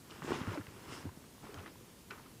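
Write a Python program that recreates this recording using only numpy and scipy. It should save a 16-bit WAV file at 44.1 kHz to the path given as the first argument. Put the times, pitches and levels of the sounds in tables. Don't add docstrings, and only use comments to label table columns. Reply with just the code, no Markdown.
import sys
import numpy as np
from scipy import signal
from scipy.io import wavfile
from scipy.ndimage import uniform_filter1d

SR = 44100
rng = np.random.default_rng(int(sys.argv[2]) if len(sys.argv) > 2 else 0)


def wav_record(signal):
    frames = np.transpose(np.atleast_2d(signal))
    bounded = np.clip(frames, -1, 1)
    quanta = np.round(bounded * 32767).astype(np.int16)
    wavfile.write(sys.argv[1], SR, quanta)


def linear_from_db(decibels):
    return 10 ** (np.asarray(decibels, float) / 20)


N = 105840


def evened(x):
    return x / np.sqrt(np.mean(x ** 2) + 1e-20)


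def coloured(x, spectrum):
    spectrum_hz, spectrum_db = np.transpose(spectrum)
    bin_hz = abs(np.fft.fftfreq(8192, 1 / SR))
    gain_db = np.interp(np.log(bin_hz + 1), np.log(spectrum_hz + 1), spectrum_db, left=-60, right=-60)
    log_gain = gain_db * np.log(10) / 20
    taps = np.fft.ifft(np.exp(np.conj(signal.hilbert(log_gain)))).real[:4096]
    return signal.oaconvolve(x, taps)[:len(x)]


def ring_twice(x, hz, width_hz):
    b, a = signal.iirpeak(hz, hz / width_hz, SR)
    return signal.lfilter(b, a, signal.lfilter(b, a, x))


def add(mix, start_s, sound):
    part = mix[round(start_s * SR):][:len(sound)]
    part += sound[:len(part)]


def control(points):
    return linear_from_db(np.interp(np.arange(N) / SR, *np.transpose(points)))


def smoothed(x, size, axis=0):
    return uniform_filter1d(x, size=size, axis=axis)


def clicks(per_s, spread_db):
    present = rng.random(N) < per_s / SR
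    sign = rng.choice([-1., 1.], N)
    size = linear_from_db(spread_db * np.minimum(rng.exponential(1, N), 4))
    return evened(present * sign * size)


def room_tone():
    # frequency in Hz, density in dB per Hz.
    tone_spectrum = [(12, 3), (60, -0.5), (185, -2), (450, -11.5), (1160, -24), (3000, -21.5), (11000, -24),
                     (15600, -27.5)]
    tone_db, patch_db = -56.5, 1.44
    noise = evened(coloured(rng.standard_normal(N), tone_spectrum))
    _, _, z = signal.stft(noise, nperseg=1024)
    patches = evened(smoothed(smoothed(rng.standard_normal(z.shape), 10), 5, axis=1))
    _, drifting = signal.istft(z * linear_from_db(patch_db * patches), nperseg=1024)
    return linear_from_db(tone_db) * evened(drifting[:N])


def whine():
    # frequency in Hz, rms level in dB.
    whine_lines = [(15278, -86)]
    t = np.arange(N) / SR
    return sum(np.sqrt(2) * linear_from_db(db) * np.sin(2 * np.pi * hz * t) for hz, db in whine_lines)


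def drag():
    # frequency in Hz, density in dB per Hz.
    fizz_spectrum = [(1470, -68), (2500, -19), (2750, 6.5), (3850, -8), (5290, -3.5), (5810, -5),
                     (9420, -8), (14000, -33)]
    # time in seconds, sliding effort in dB.
    slide_effort = [(0, -97), (.09, -63), (.14, -57), (.21, -66), (.26, -52), (.34, -51), (.42, -59),
                    (.46, -56.5), (.545, -53.5), (.58, -65), (.86, -60.5), (.93, -47), (1.02, -56.5),
                    (1.07, -82), (1.41, -66), (1.47, -63), (1.7, -70.5), (2.4, -80)]
    drag_db, nap_db, nap_lag_s = -7.5, -11, 0.02
    fibres = clicks(per_s=9000, spread_db=-5.5)
    fizz = evened(coloured(fibres, fizz_spectrum)) * control(slide_effort)
    nap = evened(ring_twice(fibres, hz=5250, width_hz=900))
    nap_effort = control([(s + nap_lag_s, db) for s, db in slide_effort])
    return linear_from_db(drag_db) * (fizz + linear_from_db(nap_db) * nap * nap_effort)


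def rustle():
    # frequency in Hz, density in dB per Hz.
    bag_spectrum = [(35, -70), (60, -0.5), (197, -1), (342, 2.5), (686, -7.5), (971, -3), (2340, -12),
                    (5310, -25), (8000, -31.5), (10400, -46), (17600, -120)]
    # time in seconds, effort on the paper in dB.
    paw_effort = [(0, -69), (.13, -56), (.2, -57), (.31, -41), (.4, -49), (.57, -51), (.63, -60),
                  (.84, -57.5), (.92, -51), (1.04, -54), (1.11, -64.5), (1.4, -67), (1.45, -56),
                  (1.68, -56.5), (1.71, -64.5), (2.08, -69), (2.12, -58.5), (2.4, -68.5)]
    rustle_db, clump_db = 2, 1.0
    clumps = evened(smoothed(smoothed(rng.standard_normal(N), 200), 200))
    creases = clicks(per_s=7000, spread_db=1.5) * linear_from_db(clump_db * clumps)
    return linear_from_db(rustle_db) * evened(coloured(creases, bag_spectrum)) * control(paw_effort)


def crunch(level_db, hz, length_s):
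    upper_ratio, upper_db, fade_db = 1.924, -6.5, -4.5
    width_hz = 0.43 * hz
    cracks = rng.standard_normal(4000) ** 3
    u = np.arange(len(cracks)) / SR / length_s
    drive = cracks * np.minimum(u * 10, 1) * linear_from_db(fade_db * u ** 2)
    low = ring_twice(drive, hz, width_hz)
    high = ring_twice(drive, upper_ratio * hz, width_hz)
    sound = low + linear_from_db(upper_db - 2.9 * u) * high
    return linear_from_db(level_db) * sound / np.sqrt(np.mean(sound[u < 1] ** 2))


def crunches():
    # start in seconds, level in dB, lower band in Hz, length in seconds.
    crunch_rows = [(0.112, -61, 1300, 0.051), (0.105, -56.5, 2850, 0.0052), (0.337, -53.5, 3180, 0.028),
                   (0.393, -57.5, 3030, 0.019), (0.888, -57.5, 1390, 0.079), (1.542, -62, 2440, 0.0049),
                   (2.104, -56, 2500, 0.011), (0.332, -54, 1320, 0.06), (0.382, -54, 1040, 0.052),
                   (.475, -54, 1390, 0.047), (0.526, -47.5, 1090, 0.024), (0.61, -56, 1500, 0.0073),
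                   (1.057, -61, 414, 0.021), (1.433, -60, 1055, 0.012), (1.47, -57, 1120, 0.0053),
                   (.93, -62, 5100, 0.058), (1.569, -57, 1280, 0.028), (1.626, -59, 1280, 0.0066),
                   (1.659, -54.5, 1330, 0.013), (1.675, -58, 1990, 0.0075), (2.102, -50.5, 1360, 0.012),
                   (2.128, -57, 1250, 0.013), (2.15, -63, 1110, 0.017), (2.166, -66, 1400, 0.02),
                   (2.19, -61.5, 1010, 0.014), (2.253, -66.5, 1190, 0.02), (0.234, -63.5, 6700, 0.046),
                   (0.295, -63.5, 7000, .025), (.525, -67, 6500, .022), (0.347, -62, 5240, 0.056),
                   (1.529, -64, 650, 0.099)]
    mix = np.zeros(N)
    for start_s, *settings in crunch_rows:
        add(mix, start_s, crunch(*settings))
    return mix


def snap(peak_db, hz, ring_s):
    upper_ratio, upper_db, rise = 1.58, -6, 0.24
    burst_db, burst_s = -10, 0.001
    t = np.arange(0, 4 * ring_s, 1 / SR)
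    shape = (1 - np.exp(-(t / (rise * ring_s)) ** 2)) * np.exp(-2 * t / ring_s)
    lower = np.sin(2 * np.pi * hz * t)
    upper = linear_from_db(upper_db - 2.7 * hz / 1000) * np.sin(2 * np.pi * upper_ratio * hz * t)
    burst = linear_from_db(burst_db) * np.sin(2 * np.pi * 1.237 * hz * t) * np.exp(-(t / burst_s - 1.5) ** 2)
    return linear_from_db(peak_db) * (shape / shape.max() * (lower + upper) / 1.49 + burst)


def snaps():
    # start in seconds, peak in dB, lower mode in Hz, ring in seconds.
    crease_rows = [(0.11, -44.5, 2880, 0.0033), (.179, -50, 2800, 0.0026), (.221, -28.5, 1110, 0.002),
                   (0.226, -39, 1800, 0.0034), (0.246, -39, 960, 0.0044), (.287, -34, 985, 0.0065),
                   (.319, -24.5, 1050, 0.0039), (.329, -39.5, 2850, 0.0036), (.407, -38, 1130, 0.0025),
                   (.416, -44.5, 3230, .003), (.435, -34.5, 1550, 0.0026), (.459, -38, 1290, 0.0037),
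                   (0.47, -28.5, 1270, 0.0016), (.482, -36, 1340, .003), (.489, -33, 1100, 0.0027),
                   (.505, -40, 2410, 0.0018), (.511, -35, 1290, 0.0018), (.537, -43, 1100, 0.004),
                   (.544, -44, 1500, 0.0023), (.545, -46, 4200, 0.0017), (.548, -39, 1170, 0.0028),
                   (0.574, -32.5, 1400, 0.0024), (.58, -36.5, 1490, 0.002), (.611, -44, 1400, 0.0026),
                   (.619, -47, 1590, .002), (0.668, -38, 2050, 0.0017), (0.67, -43.5, 1120, 0.0032),
                   (.668, -48, 3640, .001), (0.923, -41, 1080, 0.0031), (.931, -42, 2070, 0.0031),
                   (1.09, -43, 1000, 0.0072), (1.239, -54.5, 1140, 0.0063), (1.38, -48, 1080, 0.0037),
                   (1.441, -44, 734, 0.0045), (1.49, -48, 1050, 0.0033), (1.527, -55, 1000, 0.0027),
                   (1.542, -45, 3140, 0.0039), (1.543, -43, 5200, 0.0014), (1.542, -41.5, 1140, 0.0034),
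                   (1.573, -47, 1350, 0.0036), (1.586, -47, 2970, 0.0036), (1.59, -36.5, 1070, 0.0016),
                   (1.661, -40, 1930, 0.002), (1.756, -47.5, 1000, 0.0034), (2.108, -42.5, 4090, 0.0024),
                   (2.108, -37, 1440, 0.0025), (2.112, -40, 1490, 0.0038), (2.116, -33, 1250, 0.0024),
                   (2.122, -41, 1380, .003), (2.171, -65, 2900, 0.0024),
                   (0.109, -49.5, 4150, 0.0033), (1.468, -41, 1115, .004), (1.498, -50, 1080, 0.0034),
                 (1.543, -47, 1900, 0.0017), (1.593, -46, 2600, .003), (1.659, -48, 1300, .002),
                 (.923, -42, 2100, .002), (.943, -45, 1300, .002), (.904, -47, 1200, .003),
                 (.35, -38, 1200, 0.0022), (.28, -38, 1100, .002), (1.666, -44, 1310, 0.0036),
                 (1.676, -44, 1980, 0.0033), (2.111, -49, 2640, 0.005), (2.118, -49, 2580, 0.0045),
                 (2.128, -38, 1470, 0.0022), (2.136, -44, 1320, .003), (2.178, -45, 1250, .003),
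                 (2.182, -46, 1280, 0.0057), (2.197, -46, 1070, 0.0036), (2.261, -51, 1260, 0.0044)]
    mix = np.zeros(N)
    for start_s, *settings in crease_rows:
        add(mix, start_s, snap(*settings))
    return mix


def pop(peak_db, hz, ring_s):
    sag, rise, damping = 0.18, 0.049, 0.73
    u = np.arange(0, 2 * ring_s, 1 / SR) / ring_s
    shape = np.minimum(u / rise, 1) * np.exp(-damping * u - u ** 4)
    turns = np.cumsum(hz * (1 - sag * np.minimum(u, 1))) / SR
    overtone = 0.063 * np.exp(-2 * u) * np.sin(2 * np.pi * 2.76 * turns)
    return linear_from_db(peak_db) * shape * (np.sin(2 * np.pi * turns) + overtone)


def pops():
    # start in seconds, peak in dB, start pitch in Hz, ring in seconds.
    pop_rows = [(0.606, -40, 126, 0.019), (0.223, -41.5, 167, 0.02), (.246, -32.5, 310, 0.0062),
                (.279, -35.5, 395, 0.0076), (0.306, -27.5, 411, 0.01), (.319, -23, 369, 0.0067),
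                (0.297, -42.5, 164, 0.096), (0.345, -44, 260, .025), (0.387, -41.5, 274, 0.024),
                (.414, -27.5, 185, 0.0068), (0.476, -28, 236, 0.0078), (.477, -31.5, 113.5, 0.041),
                (0.518, -35.5, 400, 0.011), (.532, -38, 193, 0.014), (0.554, -40.5, 640, 0.021),
                (0.574, -33.5, 325, 0.023), (0.597, -36, 168, 0.0093), (0.682, -41.5, 124, 0.012),
                (0.893, -47.5, 135, 0.061), (0.924, -39.5, 276, 0.011), (1.045, -40, 170, 0.0076),
                (1.0541, -32.5, 258, 0.0075), (1.062, -45, 327, 0.016), (1.064, -36.5, 104, 0.036),
                (1.174, -40.5, 230, 0.005), (1.438, -44.5, 273, 0.011), (1.492, -43.5, 440, 0.018),
                (1.544, -49.5, 326, 0.019), (1.569, -43, 101, 0.058), (1.586, -51, 297, 0.005),
                (1.607, -49, 460, 0.014), (1.662, -48, 370, 0.016), (2.118, -47.5, 420, 0.018)]
    mix = np.zeros(N)
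    for start_s, *settings in pop_rows:
        add(mix, start_s, pop(*settings))
    return mix


def room(x):
    room_db, t60_s = -12.5, 0.17
    t = np.arange(round(0.3 * SR)) / SR
    present = (rng.random(len(t)) < 0.05) * (t > 0.003)
    taps = present * rng.choice([-1., 1.], len(t)) * linear_from_db(-60 * t / t60_s)
    return linear_from_db(room_db) * signal.oaconvolve(x, taps / np.linalg.norm(taps))[:N]


def scene():
    hits = crunches() + snaps() + pops()
    mid = room_tone() + whine() + drag() + rustle() + hits + room(hits)
    return np.array([mid, mid])


def top_cut(x):
    return signal.sosfilt(signal.butter(12, 15700, fs=SR, output="sos"), x)


def record(dry):
    mic_low_hz, bass_db = 60.5, -9.5
    high_pass = signal.butter(2, mic_low_hz, "high", fs=SR, output="sos")
    cut = signal.sosfilt(high_pass, dry)
    return top_cut(cut + linear_from_db(bass_db) * (dry - cut))


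dry = scene()
out = record(dry)
wav_record(out)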